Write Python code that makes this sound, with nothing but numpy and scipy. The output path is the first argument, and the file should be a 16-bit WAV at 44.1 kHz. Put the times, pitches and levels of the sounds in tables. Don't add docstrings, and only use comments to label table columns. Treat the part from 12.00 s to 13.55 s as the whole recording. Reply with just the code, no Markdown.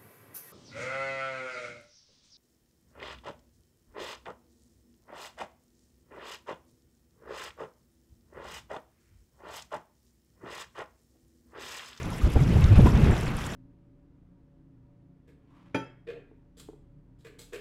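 import sys
import numpy as np
from scipy import signal
from scipy.fft import rfft, irfft, next_fast_len
from scipy.io import wavfile
from scipy.ndimage import uniform_filter1d, map_coordinates

SR = 44100
rng = np.random.default_rng(int(sys.argv[2]) if len(sys.argv) > 2 else 0)


def unload_wav(signal):
    wavfile.write(
        sys.argv[1],
        SR,
        np.round(np.clip(np.atleast_2d(signal).T, -1, 1) * 32767).astype(np.int16),
    )


N = 68355
TIME = np.arange(N) / SR


def amp(db):
    return 10 ** (np.asarray(db) / 20)


def unit(x):
    return x / np.sqrt(np.mean(x ** 2) + 1e-20)


def curve(rows):
    return np.interp(TIME, *np.transpose(rows))


def swell(peak, width):
    return np.exp(-.5 * ((TIME - peak) / width) ** 2)


def wobble(rate):
    return map_coordinates(rng.standard_normal(1024), [TIME * rate], mode="wrap")


def filtered(x, response):
    size = next_fast_len(N + 8192)
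    return irfft(rfft(x, size) * response(np.fft.rfftfreq(size, 1 / SR)), size)[:N]


def coloured(x, points):
    f, db = np.transpose(points)
    return unit(filtered(x, lambda hz: amp(np.interp(np.log(hz + 1), np.log(f + 1), db))))


def noise(points):
    return coloured(rng.standard_normal(N), points)


def band(hz, octaves):
    white = rng.standard_normal(N)
    return unit(filtered(white, lambda f: np.exp(-.5 * (np.log2((f + 1) / hz) / octaves) ** 2)))


def even(x, size):
    power = uniform_filter1d(uniform_filter1d(x ** 2, size), size)
    return unit(x / np.sqrt(np.abs(power) + 1e-3))


def add(out, start, x):
    part = out[max(0, round(start * SR)):][:len(x)]
    part += x[:len(part)]


def swarm(per_s, hz, spread, cycles, rise, scatter_db, size):
    count = int(per_s * N / SR)
    start, pitch, strength, life = rng.random((count, 4)).T[:, :, None]
    turns = hz * np.exp(spread * (2 * pitch - 1)) * np.arange(size) / SR
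    age = np.minimum(turns / (cycles * (.5 + life)), 2)
    shape = amp(-60 * age) * (1 - np.exp(-2 * turns))
    ring = shape * np.sin(2 * np.pi * turns * (1 + rise * age / 2))
    gain = amp(-scatter_db * np.log(strength + .025))
    positions = (start * N).astype(int) + np.arange(size)
    return unit(np.bincount(positions.ravel(), (gain * ring).ravel(), N)[:N])


# time in seconds, level in dB.
JET_FLOW = [(0, -44), (.2, -43.5), (.4, -41), (.55, -40), (.72, -39.5), (.77, -38), (.83, -41),
            (.87, -34.5), (.92, -40.5), (.96, -35.5), (1.01, -38.5), (1.06, -37), (1.13, -38.5),
            (1.17, -38), (1.28, -40.5), (1.33, -42.5), (1.45, -41), (1.55, -42.5)]
# frequency in Hz, relative level in dB.
WASH_TONE = [(100, -42), (350, 5), (700, 3), (1200, 2.5), (1800, -1), (2600, -2.5), (3400, -13),
             (4300, -15), (7000, -25), (11000, -54), (14000, -62)]


def jets(patchy_db=2.07):
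    spectrum = signal.stft(noise(WASH_TONE), nperseg=512)[2]
    speckle = rng.standard_normal(spectrum.shape)
    patches = unit(uniform_filter1d(uniform_filter1d(speckle, 7, 0), 6, 1))
    wash = unit(signal.istft(spectrum * amp(patchy_db * patches), nperseg=512)[1][:N])
    bubbles = swarm(per_s=700, hz=1508, spread=.83, cycles=20, rise=.14, scatter_db=.5, size=1500)
    return amp(curve(JET_FLOW)) * (wash + amp(-5.5) * bubbles)


# time in seconds, level in dB.
SPRAY_LEVEL = [(0, -56), (.17, -50), (.21, -55.5), (.25, -48), (.285, -56.5), (.33, -48.5), (.37, -54),
               (.42, -49.5), (.455, -53.5), (.5, -51), (.8, -51.5), (.87, -45.5), (.92, -52), (1.11, -50),
               (1.27, -50), (1.32, -53.5), (1.44, -47), (1.55, -51)]
# frequency in Hz, relative level in dB.
SPRAY_TONE = [(1500, -41), (3200, 7.5), (4200, -4), (5500, 1.5), (6800, -3), (7600, -1), (8600, -9),
              (9600, -4), (10700, -10.5), (11800, -2), (12700, -26), (14000, -18), (15800, -17)]
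FOAM_TONE = [(6000, -4), (11800, -1), (13000, -6), (15800, -5)]


def spray():
    specks = swarm(per_s=1300, hz=8050, spread=.857, cycles=32, rise=.085, scatter_db=5, size=256)
    crackles = swarm(per_s=260, hz=11100, spread=.39, cycles=9.9, rise=0, scatter_db=4.5, size=128)
    mist = amp(1.5) * noise(SPRAY_TONE)
    patter = unit((coloured(specks, SPRAY_TONE) + mist) * amp(1.8 * wobble(79.4)))
    return amp(curve(SPRAY_LEVEL)) * (patter + amp(-12.5) * coloured(crackles, FOAM_TONE))


# time in seconds, level in dB.
GUST_LEVEL = [(0, -37.5), (.08, -33), (.19, -35.5), (.28, -27), (.33, -30.5), (.40, -21), (.45, -25.5),
              (.52, -21.5), (.6, -22), (.69, -22), (.75, -22.5), (.82, -20.5), (.89, -19), (.92, -25),
              (.96, -20), (1.01, -20), (1.12, -22.5), (1.17, -28.5), (1.31, -31), (1.37, -32), (1.55, -38)]
# peak time in seconds, width in seconds,
# thump pitch in Hz, thump level in dB, flutter level in dB.
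AIR_PUFFS = [(.249, 0.0096, 61, -13.5, -34.5), (.277, .012, 90, -25, -33), (0.367, 0.0074, 66, -12.5, -23),
             (0.423, 0.012, 129, -20, -36.5), (.49, 0.024, 126.4, -27, -61), (0.566, 0.0063, 99, -12, -29),
             (0.594, 0.0077, 138, -17, -47.5), (.648, 0.011, 54, -10.5, -41),
             (.722, 0.013, 102.5, -9, -30.5), (0.766, 0.007, 60, -18, -50), (0.783, 0.0054, 91, -9, -29),
             (.796, 0.0048, 131, -12.5, -18), (.809, 0.0028, 116, -13, -26),
             (.831, 0.0047, 104.7, -13.5, -26), (0.85, 0.0065, 73.6, -9, -53),
             (0.862, 0.0052, 311, -23.5, -21), (0.954, 0.0067, 64.5, -15.5, -32),
             (0.97, 0.0036, 152, -18, -32), (1.037, 0.0045, 104, -11.5, -50),
             (1.069, 0.0088, 78, -15.5, -27.5), (1.101, 0.0042, 74, -13.5, -29.5),
             (1.128, 0.016, 61, -29, -31.5), (1.284, 0.0035, 80, -23.5, -34)]
# frequency in Hz, relative level in dB.
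RUMBLE_TONE = [(15, -16), (30, -4), (55, -2), (95, -4.5), (135, -3.5), (200, -9.5), (300, -16),
               (500, -24.5), (1000, -48), (2500, -56), (8000, -103)]
FLUTTER_TONE = [(80, -53), (200, 2), (320, 1.5), (500, -7.5), (800, -11.5), (1400, -31.5), (3000, -49),
                (8000, -60)]


def wind(wander_rad=.73):
    thumps, flutter = np.zeros(N), np.zeros(N)
    for peak, width, hz, thump_db, flutter_db in AIR_PUFFS:
        puff = swell(peak, width)
        phase = 2 * np.pi * (hz * (TIME - peak) + rng.random())
        swing = np.sin(phase + wander_rad * wobble(110))
        thumps += amp(thump_db) * puff * unit(swing)
        flutter += amp(flutter_db) * puff
    rumble = amp(curve(GUST_LEVEL) + 1.4 * wobble(59.8)) * even(noise(RUMBLE_TONE), size=800)
    return rumble + thumps + flutter * even(noise(FLUTTER_TONE), size=300)


# start in seconds, pitch in Hz, level in dB.
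DROPLETS = [(0.031, 6360, -27), (.056, 10900, -38), (.104, 10200, -34.5), (0.131, 5780, -38),
            (.177, 9300, -37), (.183, 9900, -32.5), (.249, 7000, -39), (.302, 11700, -35.5),
            (0.32, 8900, -36), (0.609, 11300, -33.5), (0.642, 3680, -20), (0.641, 5870, -23.5),
            (0.663, 11800, -37), (.785, 10240, -30.5), (0.808, 5000, -31), (.82, 10800, -34),
            (0.8904, 5830, -28), (0.9743, 5500, -29), (1.018, 9700, -40), (1.111, 8900, -29.5),
            (1.179, 5500, -29), (1.21, 3700, -29.5), (1.2098, 9250, -26.5), (1.279, 4450, -30),
            (1.368, 9860, -26), (1.421, 10100, -37), (1.4666, 7300, -26)]


def droplets(attack_s=.0003, fade_s=.0075, width_octaves=.42, top_hz=12300):
    out, t = np.zeros(N), np.arange(2048) / SR
    f = np.fft.rfftfreq(len(t), 1 / SR)
    shape = amp(-60 * t / fade_s) * (1 - np.exp(-t / attack_s))
    for start, hz, db in DROPLETS:
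        octaves_away = np.log2((f + 1) / hz)
        tone = 1 / (1 + (octaves_away / width_octaves) ** 2) ** 2 / (1 + (f / top_hz) ** 8)
        hiss = irfft(rfft(rng.standard_normal(len(t))) * tone)
        snap = even(unit(hiss), size=40)
        ring = amp(-11.5) * np.sin(2 * np.pi * hz * t)
        add(out, start, amp(db) * shape * (.5 * snap + ring))
    return out


# start in seconds, starting pitch in Hz, level in dB.
BIG_BUBBLES = [(.122, 973, -23), (0.215, 1216, -24), (0.459, 1570, -30), (0.52, 3030, -29.5),
               (0.619, 2630, -27), (0.677, 1306, -24), (0.8677, 986, -8.5), (.894, 940, -22)]


def blips(attack_s=.0034, fade_s=.029, rise_per_s=1.5):
    out, t = np.zeros(N), np.arange(SR // 10) / SR
    for start, hz, db in BIG_BUBBLES:
        shape = amp(db - 60 * t / fade_s) * (1 - np.exp(-(t / attack_s) ** 2))
        add(out, start, shape * np.sin(2 * np.pi * hz * t * (1 + rise_per_s * t / 2)))
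    return out


# start in seconds, level in dB.
SPLASHES = [(0.516, -44), (0.614, -42.5), (0.755, -36.5), (0.799, -40), (.889, -52), (0.95, -47),
            (1.043, -38.5), (1.279, -44)]
# frequency in Hz, relative level in dB.
SPLASH_TONE = [(500, -21), (1200, -2), (2600, 9.5), (3800, 4), (6000, -10), (11000, -15), (15000, -30)]


def splashes(attack_s=.00061, fade_s=.13):
    loudness, t = np.zeros(N), np.arange(SR // 5) / SR
    for start, db in SPLASHES:
        add(loudness, start, amp(db - 60 * t / fade_s) * (1 - np.exp(-t / attack_s)))
    return loudness * noise(SPLASH_TONE) * amp(1.7 * wobble(330))


# peak time in seconds, width in seconds, pitch in Hz, level in dB.
COLLAPSES = [(0.867, 0.0025, 2260, -40.5), (1.062, 0.036, 1950, -41.5), (1.114, .018, 1490, -38),
             (1.27, 0.0095, 1660, -39.5)]


def sloshes(churn_db=1):
    rushes = sum(amp(db) * swell(peak, width) * band(hz, octaves=.55)
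                 for peak, width, hz, db in COLLAPSES)
    return rushes * amp(churn_db * wobble(140))


# peak time in seconds, pitch in Hz, level in dB.
HIGH_GLINTS = [(1.13, 7550, -52.5), (1.29, 7250, -64), (1.52, 7160, -55)]


def glints(width_s=.0096):
    return sum(amp(db) * swell(peak, width_s) * even(band(hz, octaves=.023), size=400)
               for peak, hz, db in HIGH_GLINTS)


def scene():
    return (jets() + spray() + wind() + droplets() + blips() + splashes() + sloshes() + glints())[None]


def record(dry):
    return np.array([filtered(x, lambda hz: hz < 15830) for x in dry])


dry = scene()
out = record(dry)
unload_wav(out)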